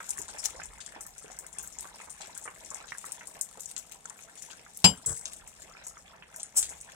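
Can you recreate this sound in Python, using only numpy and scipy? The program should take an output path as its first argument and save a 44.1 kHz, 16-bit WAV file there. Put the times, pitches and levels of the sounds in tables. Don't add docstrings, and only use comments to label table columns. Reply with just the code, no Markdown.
import sys
import numpy as np
from scipy import signal
from scipy.fft import rfft, irfft
from scipy.io import wavfile

SR = 44100
rng = np.random.default_rng(int(sys.argv[2]) if len(sys.argv) > 2 else 0)


def log_audio(samples):
    frames = np.atleast_2d(samples).T
    limited = np.clip(frames, -1, 1)
    pcm = np.round(limited * 32767).astype(np.int16)
    wavfile.write(sys.argv[1], SR, pcm)


N = 306484
BINS = np.fft.rfftfreq(1024, 1 / SR)

# frequency in Hz, relative level in dB.
FRYING_COLOUR = [(2000, -50.5), (4400, -21), (5300, -5.5), (6500, -0.5), (7600, 1.5), (9200, -1),
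                 (10500, -5.5), (12000, -37.5), (16000, -35)]
BRIGHT_COLOUR = [(8000, -40), (11000, -2), (13000, -8.5), (15800, -12.5)]
SAUCE_COLOUR = [(88, -38), (150, -2), (322, -6), (451, 2), (554, -2.5), (764, 5.5), (1170, -3), (1340, 3.5),
                (2860, -3.5), (4070, -12), (4580, -29), (5000, -5.5), (6500, -30), (11000, -120)]


def amp(db):
    return 10 ** (np.asarray(db) / 20)


def unit_power(x):
    return x / np.sqrt(np.mean(x ** 2) + 1e-20)


def value_at(points, hz):
    frequencies, values = np.transpose(points)
    return np.interp(np.log(hz + 1), np.log(frequencies + 1), values)


def level(curve):
    return amp(np.interp(np.arange(N) / SR, *np.transpose(curve)))


def seconds(length):
    return np.arange(int(length * SR)) / SR


def add(mix, start_s, sound):
    start = round(start_s * SR)
    part = mix[:, max(start, 0):][:, :sound.shape[1]]
    part += sound[:, :part.shape[1]]


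def convolve(x, response):
    return signal.fftconvolve(np.atleast_2d(x), np.atleast_2d(response), axes=1)[:, :np.shape(x)[-1]]


def colour_gains(colour):
    return unit_power(amp(value_at(colour, BINS)))


def sharp_click(gains):
    cepstrum = irfft(np.log(gains + 1e-5))
    half = cepstrum.shape[-1] // 2
    cepstrum[..., 1:half] *= 2
    cepstrum[..., half + 1:] = 0
    return irfft(np.exp(rfft(cepstrum)))


def wander(swing_db, per_s):
    steps = np.arange(N) / SR * per_s
    return amp(swing_db * np.interp(steps, np.arange(400), rng.standard_normal(400)))


def clicks(size, per_s, spread_db):
    chance, height, sign = rng.random((3, size))
    height = np.minimum(-np.log(1 - height), 4)
    return unit_power((chance < per_s / SR) * amp(spread_db * height) * np.sign(sign - .5))


def ports(pan_db, hz):
    # frequency in Hz, multiplier for pan_db.
    shadow = [(2400, 0.026), (4400, 1.85), (7000, 2.17), (9200, 0.71), (12000, 0)]
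    ratio = amp(pan_db * value_at(shadow, hz))
    return np.sqrt(2) * np.array([ratio, np.ones_like(ratio)]) / np.hypot(ratio, 1)


def echoes(near_db, room_db, near_fade_s=0.018, room_fade_s=0.21):
    t = seconds(.2)
    reflections = rng.standard_normal((2, len(t))) * (rng.random((2, len(t))) < .15) * (t > .0007)
    near = reflections * 1e-3 ** (t / near_fade_s)
    room = reflections * 1e-3 ** (t / room_fade_s) * (t > .005)
    paths = sum(amp(db) * p / np.linalg.norm(p[0]) for db, p in ((near_db, near), (room_db, room)))
    paths[0, rng.integers(2, 9)] += 1
    paths[1, 0] += 1
    return paths


def noise(size, colour, pan_db, fade_times=None):
    # frequency in Hz, likeness from 0 to 1.
    likeness = [(60, 0.78), (150, 0.9), (640, 0.91), (1400, 0.06), (3000, 0.12)]
    hz, t, (left, other) = signal.stft(rng.standard_normal((2, size)), SR, nperseg=1024)
    same = np.clip(value_at(likeness, hz), 0, 1)[:, None]
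    right = same * left + np.sqrt(1 - same ** 2) * other
    bands = np.array([left, right]) * (colour_gains(colour) * ports(pan_db, hz))[:, :, None]
    if fade_times is not None:
        bands *= 0.00082 ** (t / value_at(fade_times, hz)[:, None])
    return signal.istft(bands, SR, nperseg=1024)[1][:, :size]


def kitchen():
    # frequency in Hz, relative level in dB.
    hush_colour = [(60, -20), (100, -6), (170, 7), (340, -13), (450, -2), (560, -7), (780, 0), (1000, -12),
                   (2300, -10), (4500, -24), (16000, -40)]
    rumble_colour = [(20, -38), (35, 2), (50, 1.5), (65, -13), (90, -19.5), (200, -30), (600, -62)]
    # time in seconds, relative level in dB.
    trend = [
        [(0.0, -71.5), (0.75, -60), (0.78, -68), (4.7, -77)],
        [(5.4, -67), (6.502, -75.5), (6.59, -60), (6.95, -73)],
    ]
    hush = amp(-64.5) * noise(N, hush_colour, pan_db=3.5)
    rumble = level(np.vstack(trend)) * wander(swing_db=1, per_s=6) * noise(N, rumble_colour, pan_db=-9)
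    return hush * amp([[-1], [1]]) + amp(7) * rumble * amp([[-2.3], [2.3]])


def bubble(hz, cycles, glide):
    t = seconds(.03)
    age = t * hz / cycles
    pitch = hz * (1 + glide * np.tanh(age / 2))
    return np.sin(2 * np.pi * np.cumsum(pitch) / SR) * np.exp(-age) * (1 - np.exp(-4 * t * hz))


def simmer(sizes=20):
    # time in seconds, relative level in dB.
    strength = [(0.0, -62.5), (0.37, -53.5), (0.81, -59.5), (3.29, -57.5), (3.64, -63.5), (6.95, -59.5)]
    out, clusters = np.zeros((2, N)), wander(swing_db=3.5, per_s=14)
    for hz in np.geomspace(260, 5000, sizes):
        ring = convolve(echoes(near_db=-1, room_db=-3), bubble(hz, cycles=2.4, glide=.12))
        bursts = convolve(clusters * clicks(N, per_s=32, spread_db=3.7), ring)
        out += amp(value_at(SAUCE_COLOUR, hz)) * np.sqrt(hz) * unit_power(bursts)
    return amp(4) * level(strength) * unit_power(out)


def pops(followers_fade_s=.016):
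    # start in seconds, relative level in dB, pitch in Hz, followers' relative level in dB.
    large_bubbles = [(.004, -32, 1460, -11.5), (.181, -35, 1760, -25), (0.193, -43.5, 374, -4.5),
                     (.347, -40.5, 770, -14), (0.433, -37, 2020, -19), (.545, -47.5, 507, -3.5),
                     (0.599, -33.5, 1480, -24), (.617, -33, 2150, -11.5), (.962, -38.5, 920, -4.5),
                     (1.244, -43.5, 464, -9), (1.3, -41.5, 670, -8.5), (1.844, -39, 1080, -24),
                     (1.854, -36, 1210, -17), (1.943, -45, 910, -13), (2.073, -48, 1100, -2),
                     (2.204, -46, 820, -1), (2.456, -38.5, 1200, -2), (2.477, -30, 1460, -11),
                     (2.714, -38, 1030, -4.5), (2.9207, -26.5, 1830, -19), (2.95, -36.5, 1540, -22),
                     (3.042, -34, 1270, -20), (3.209, -35.5, 1900, -6.5), (3.573, -46.5, 713, -3),
                     (4.055, -39.5, 1330, -21), (4.104, -43, 1110, -5.5), (4.19, -39, 2330, -15),
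                     (4.503, -37.5, 2660, -29), (4.663, -43.5, 1500, -13), (5.769, -39, 2230, -10),
                     (5.97, -41, 1300, -16), (6.142, -51.5, 890, -8.5), (6.224, -34.5, 2490, -14)]
    out, t = np.zeros((2, N)), seconds(.15)
    for start, db, hz, followers_db in large_bubbles:
        slap = bubble(1600, cycles=.8, glide=.1)
        plop = bubble(hz, cycles=2, glide=.1) + slap
        rings = [bubble(hz * ratio, cycles=1, glide=.12) for ratio in (.72, 1.05, 1.6)]
        followers = sum(convolve(clicks(len(t), per_s=350, spread_db=2.5), ring)[0] for ring in rings)
        sound = amp(followers_db - 1.5) * unit_power(followers) * np.exp(-t / followers_fade_s)
        sound[:len(plop)] += 1.245 * plop / abs(plop).max()
        muffle = signal.butter(6, max(2700, 1.4 * hz), fs=SR, output="sos")
        muffled = signal.sosfilt(muffle, amp(db) * sound)
        add(out, start, convolve(muffled, echoes(near_db=-2, room_db=-7)))
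    return out


def steam_burst(bright_db, dull_db, pan_db, hz, width_hz=450):
    # frequency in Hz, relative level in dB.
    dull_colour = [(900, -10), (2400, -2), (3600, 5.5), (5200, 3.5), (8000, -42)]
    resonance = 1 / (1 + ((BINS - hz) / width_hz) ** 2)
    hollow = unit_power(colour_gains(FRYING_COLOUR) * (.3 + resonance))
    bright = amp(bright_db) * colour_gains(BRIGHT_COLOUR)
    dull = amp(dull_db) * colour_gains(dull_colour)
    return sharp_click(np.sqrt(hollow ** 2 + bright ** 2 + dull ** 2) * ports(pan_db, BINS))


def crackle(loudness, bright_db, dull_db, pan_db, hz, per_s, sizes=4):
    out = 0
    for pitch in hz * rng.uniform(.78, 1.25, sizes):
        ticks = loudness * clicks(len(loudness), per_s / sizes, spread_db=3.4)
        out += convolve(ticks, steam_burst(bright_db, dull_db, pan_db, pitch))
    return out / np.sqrt(sizes)


def sizzle(spots=8):
    # time in seconds, relative level in dB.
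    strength = [
        [(0.0, -45.5), (0.63, -61), (2.36, -52.5), (2.42, -57), (4.7, -54)],
        [(5.45, -59), (5.69, -56.5), (5.832, -61), (6.14, -60), (6.3, -63)],
    ]
    frying = np.zeros((2, N))
    for hz in np.linspace(5700, 9500, spots):
        ticks = wander(swing_db=5, per_s=24) * clicks(N, per_s=80, spread_db=4.6)
        paths = echoes(near_db=-2, room_db=-6)
        burst = steam_burst(bright_db=-13.5, dull_db=-11.5, pan_db=6.5, hz=hz)
        frying += np.sqrt(amp(value_at(FRYING_COLOUR, hz))) * convolve(ticks, convolve(paths, burst))
    steam = convolve(clicks(N, per_s=2500, spread_db=13), sharp_click(colour_gains(BRIGHT_COLOUR)))
    steam = convolve(steam, echoes(near_db=-3, room_db=-16))
    frying = amp(2.5) * unit_power(frying * wander(swing_db=3, per_s=14))
    steam = amp(-19) * unit_power(steam * wander(swing_db=6, per_s=9.3))
    return level(np.vstack(strength)) * (frying + steam)


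def spit(start, snap_db, fizz_db, hz, brightness_db):
    # time in seconds, lean to the left in dB.
    direction = [(0, 6.5), (2.6, 10.5), (4.3, 9.5), (4.8, 4.5), (6.95, 2.5)]
    pan_db = np.interp(start, *np.transpose(direction))
    bright_db, dull_db = -24 + brightness_db, -24.5 - brightness_db
    rise_s, fade_s, second_snap_s = .0015, .16, .006
    t = seconds(.2)
    fizz_level = amp(fizz_db - 1 - 60 * t / fade_s) * (1 - np.exp(-t / rise_s))
    sound = crackle(fizz_level, bright_db, dull_db, pan_db, hz, per_s=1700, sizes=3)
    snap = steam_burst(bright_db - 5.5, dull_db - 4.5, pan_db, hz, width_hz=620)
    snap = amp(snap_db - 1) * snap / abs(snap).max(1).mean()
    add(sound, 0, snap)
    add(sound, second_snap_s * (.5 + rng.random()), amp(-9) * snap)
    return convolve(sound, echoes(near_db=-5, room_db=-31))


def spits(faint_count=20):
    # start in seconds, relative snap and fizz levels in dB, pitch in Hz,
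    # brightness in dB (above 0 for fine droplets, below 0 for fat ones).
    loud = [(0.0923, -18, -38, 7300, 15), (0.1062, -11, -35, 8260, 6), (.175, -24, -41, 8700, 8),
            (0.1881, -20, -37, 7240, 16), (.217, -20, -40, 8000, 5), (0.2822, -28, -40.5, 7200, -18),
            (.385, -25.5, -34, 6540, 1), (0.633, -30, -40, 7600, 3), (.657, -25, -47, 8700, 6),
            (0.8053, -28, -42.5, 7230, -20.5), (0.863, -25, -43.5, 7200, -15.5),
            (1.0086, -26, -39.5, 7230, 14), (1.0658, -25, -47.5, 8180, 22), (1.1817, -27.5, -43, 7800, 7),
            (1.316, -33, -44.5, 6800, -8), (1.3888, -21, -40, 8240, 19.5), (1.466, -27.5, -47.5, 7960, 18),
            (1.529, -31, -44, 7260, 2), (1.5861, -17, -36.5, 8540, 7), (1.6264, -30, -42, 7960, 23.5),
            (1.6751, -23.5, -59, 7700, 21), (1.7866, -21.5, -38.5, 7100, -6),
            (1.808, -19.5, -49, 10400, 16), (2.1014, -32, -39.5, 7900, 8), (2.2091, -29, -40, 6760, -20.5),
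            (2.351, -29, -43, 7360, 5), (2.377, -21, -44.5, 8300, 15), (2.439, -30, -37.5, 7800, 2),
            (2.7042, -24, -41, 7400, 3), (2.7454, -20, -38, 7250, 4), (2.9833, -21, -52, 7940, 10),
            (3.0502, -42, -37, 9300, 15), (3.1203, -17.5, -44, 8340, 19.5), (3.2728, -23.5, -43, 8400, 16),
            (3.412, -10.5, -31, 8070, 12), (3.601, -38, -37.5, 7500, 18), (3.6583, -21, -48, 7100, 0),
            (3.7648, -18, -42.5, 7140, -20.5), (3.7794, -20, -36, 6960, 13), (3.921, -24.5, -58, 8500, 26),
            (4.0565, -24.5, -51, 6800, -8), (4.0978, -25, -57, 7200, 3), (4.375, -42, -42.5, 6560, -14),
            (4.422, -26, -40.5, 7150, 11), (4.5017, -47, -45.5, 6900, -23.5), (4.773, -19.5, -51, 9800, 27),
            (5.2561, -14.5, -39.5, 6250, -19.5), (5.364, -34, -45.5, 7450, 6), (5.476, -30, -47, 7850, 15),
            (5.8675, -24, -36, 7800, 9), (6.362, -23, -41, 8550, 16), (6.3974, -33, -40.5, 7860, -15),
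            (6.4317, -16.5, -39.5, 8700, -6), (6.6279, -12.5, -31.5, 7840, -17.5),
            (6.6927, -23, -38, 8140, 5), (6.813, -26.5, -49, 8040, 14)]
    snap_db, fizz_db, pitch_hz = -35, -48.5, 7460
    times = (np.arange(faint_count) + rng.random(faint_count)) / faint_count * N / SR
    scatter = rng.standard_normal((faint_count, 3)) * [1.5, 710, 9]
    faint = [(start, snap_db + db, fizz_db + db, pitch_hz + hz, brightness_db)
             for start, (db, hz, brightness_db) in zip(times, scatter)]
    out = np.zeros((2, N))
    for start, *droplet in faint + loud:
        add(out, start, spit(start, *droplet))
    return out


def sputters():
    # time of the peak in seconds, level in dB, rise in seconds, seconds to fade by 60 dB,
    # pitch in Hz, then bright part, dull part, lean to the left and gurgle, all in relative dB.
    spills = [(0.456, -25, 0.01, 0.063, 6260, -11, -11, 9, -54),
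              (6.573, -15.5, 0.0051, 0.15, 8800, -13.5, -28, 4, -53)]
    lead_s, linger_db, linger_fade_s = .06, -19.5, .4
    out, t = np.zeros((2, N)), seconds(.59) - lead_s
    for peak_s, db, rise_s, fade_s, hz, bright_db, dull_db, pan_db, gurgle_db in spills:
        onset, age = np.exp(np.minimum(t, 0) / rise_s), np.maximum(t, 0)
        swell = onset * amp(-60 * age / fade_s)
        linger = onset * amp(linger_db - 60 * age / linger_fade_s)
        burst = crackle(amp(db) * swell, bright_db, dull_db, pan_db, hz, per_s=4700, sizes=16)
        frying = crackle(amp(db) * linger, bright_db=-14, dull_db=-15, pan_db=pan_db, hz=7460, per_s=570)
        sound = convolve(burst + frying, echoes(near_db=-7, room_db=-16))
        gurgle_level = amp(gurgle_db) * (np.sqrt(swell) + amp(17.5) * linger)
        gurgle = gurgle_level * noise(len(t), SAUCE_COLOUR, pan_db=-16)
        add(out, peak_s - lead_s, sound + gurgle)
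    return out


def steel_ring(tones, rise_s, pan_db, tilt_db):
    t = seconds(.6)
    hz, db, fade_s = np.transpose(tones)[:, :, None]
    phase = 2 * np.pi * (hz * t + rng.random(hz.shape))
    lag = np.array([2 * np.pi * np.minimum((hz / 1400) ** 2, .25), 0 * hz])
    fade = amp(db + tilt_db * np.log2(hz / 5000) - 60 * t / fade_s)
    return (ports(pan_db, hz) * fade * np.sin(phase - lag)).sum(1) * (1 - np.exp(-t / rise_s))


def spatula():
    # frequency in Hz, relative level in dB.
    knock_colour = [(30, -39), (55, -22), (90, 8.5), (150, -5), (250, 1.5), (340, -20), (450, -9),
                    (750, -4), (1050, -3), (1900, -12), (2700, -2), (4200, -5.5), (7500, -7.5),
                    (10000, -14.5), (11500, -25.5), (16000, -39)]
    thud_colour = [(24, -41), (40, 0), (130, -1), (226, -20), (436, -14), (745, -17.5), (841, -18.5),
                   (1540, -14.5), (2500, -35), (3250, -72), (5500, -120)]
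    # frequency in Hz, seconds to fade by about 60 dB.
    knock_fades = [(80, 0.22), (300, 0.24), (1000, 0.16), (3000, 0.11), (8000, 0.13), (15000, 0.3)]
    # pitch in Hz, relative level in dB, seconds to fade by 60 dB.
    struck_tones = [(183, -3, 0.17), (431, -21, 0.16), (743, -17, 0.13), (883, -21, 0.12),
                    (2616, -12, 0.08), (2939, -9, 0.15), (3165, -18, 0.18), (3628, -30, 0.16),
                    (4210, -35, 0.15), (4560, -21, 0.079), (4958, 0, 0.11), (5486, -36, 0.15),
                    (6019, -27, 0.15), (7289, -22, 0.14), (7467, -3, 0.14), (7547, -14, 0.13),
                    (7617, -32, 0.2), (8021, -25, 0.15), (8559, -38, 0.15), (8850, -32, 0.14),
                    (9345, -36, 0.15), (9733, -36, 0.16), (10080, -29, 0.1)]
    lying_tones = [(135, -8, 0.29), (452, -17, 0.48), (7052, -14, 0.34), (7483, -5, 0.2), (7693, 0, 0.41),
                   (8064, -9, 0.28), (8554, -15, 0.36), (8882, -7, 0.22), (9760, -17, 0.33),
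                   (10100, -23, 0.34)]
    out, t = np.zeros((2, N)), seconds(.6)
    knock = noise(len(t), knock_colour, pan_db=1, fade_times=knock_fades) * (1 - np.exp(-t / .00016))
    add(out, 4.8425, amp(-13) * knock)
    add(out, 4.843, amp(-2.5) * steel_ring(struck_tones, rise_s=.005, pan_db=11, tilt_db=1.8))
    add(out, 5.061, amp(-27) * steel_ring(lying_tones, rise_s=.002, pan_db=10, tilt_db=1.6))
    tap_level = (1 - np.exp(-t / .0045)) * np.exp(-t / .0042)
    tap = crackle(tap_level, bright_db=-13, dull_db=-31, pan_db=0, hz=7800, per_s=22000, sizes=10)
    rattle_level = np.exp(-t / .079)
    rattle = crackle(rattle_level, bright_db=-17.5, dull_db=-37, pan_db=5.5, hz=7630, per_s=260, sizes=8)
    add(out, 5.060, convolve(amp(-13) * tap + amp(-32) * rattle, echoes(near_db=-5.5, room_db=-11)))
    thud = noise(len(t), thud_colour, pan_db=-2) * np.exp(-((t - .043) / .032) ** 2)
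    add(out, 5.062, amp(-40) * thud)
    return out


def scene():
    room = kitchen()
    frying = sizzle() + spits() + sputters()
    sauce = (simmer() + pops()) * amp([[-.6], [.6]])
    return room + frying + sauce + spatula()


def record(dry):
    ceiling, low_cut_hz, high_cut_hz = 0.85, 40, 16000
    rounded = ceiling * np.tanh(dry / ceiling)
    bass_cut = signal.butter(3, low_cut_hz, "highpass", fs=SR, output="sos")
    treble_cut = signal.firwin(255, high_cut_hz, window=("kaiser", 8), fs=SR)
    return signal.oaconvolve(signal.sosfilt(bass_cut, rounded), treble_cut[None], "same")


dry = scene()
out = record(dry)
log_audio(out)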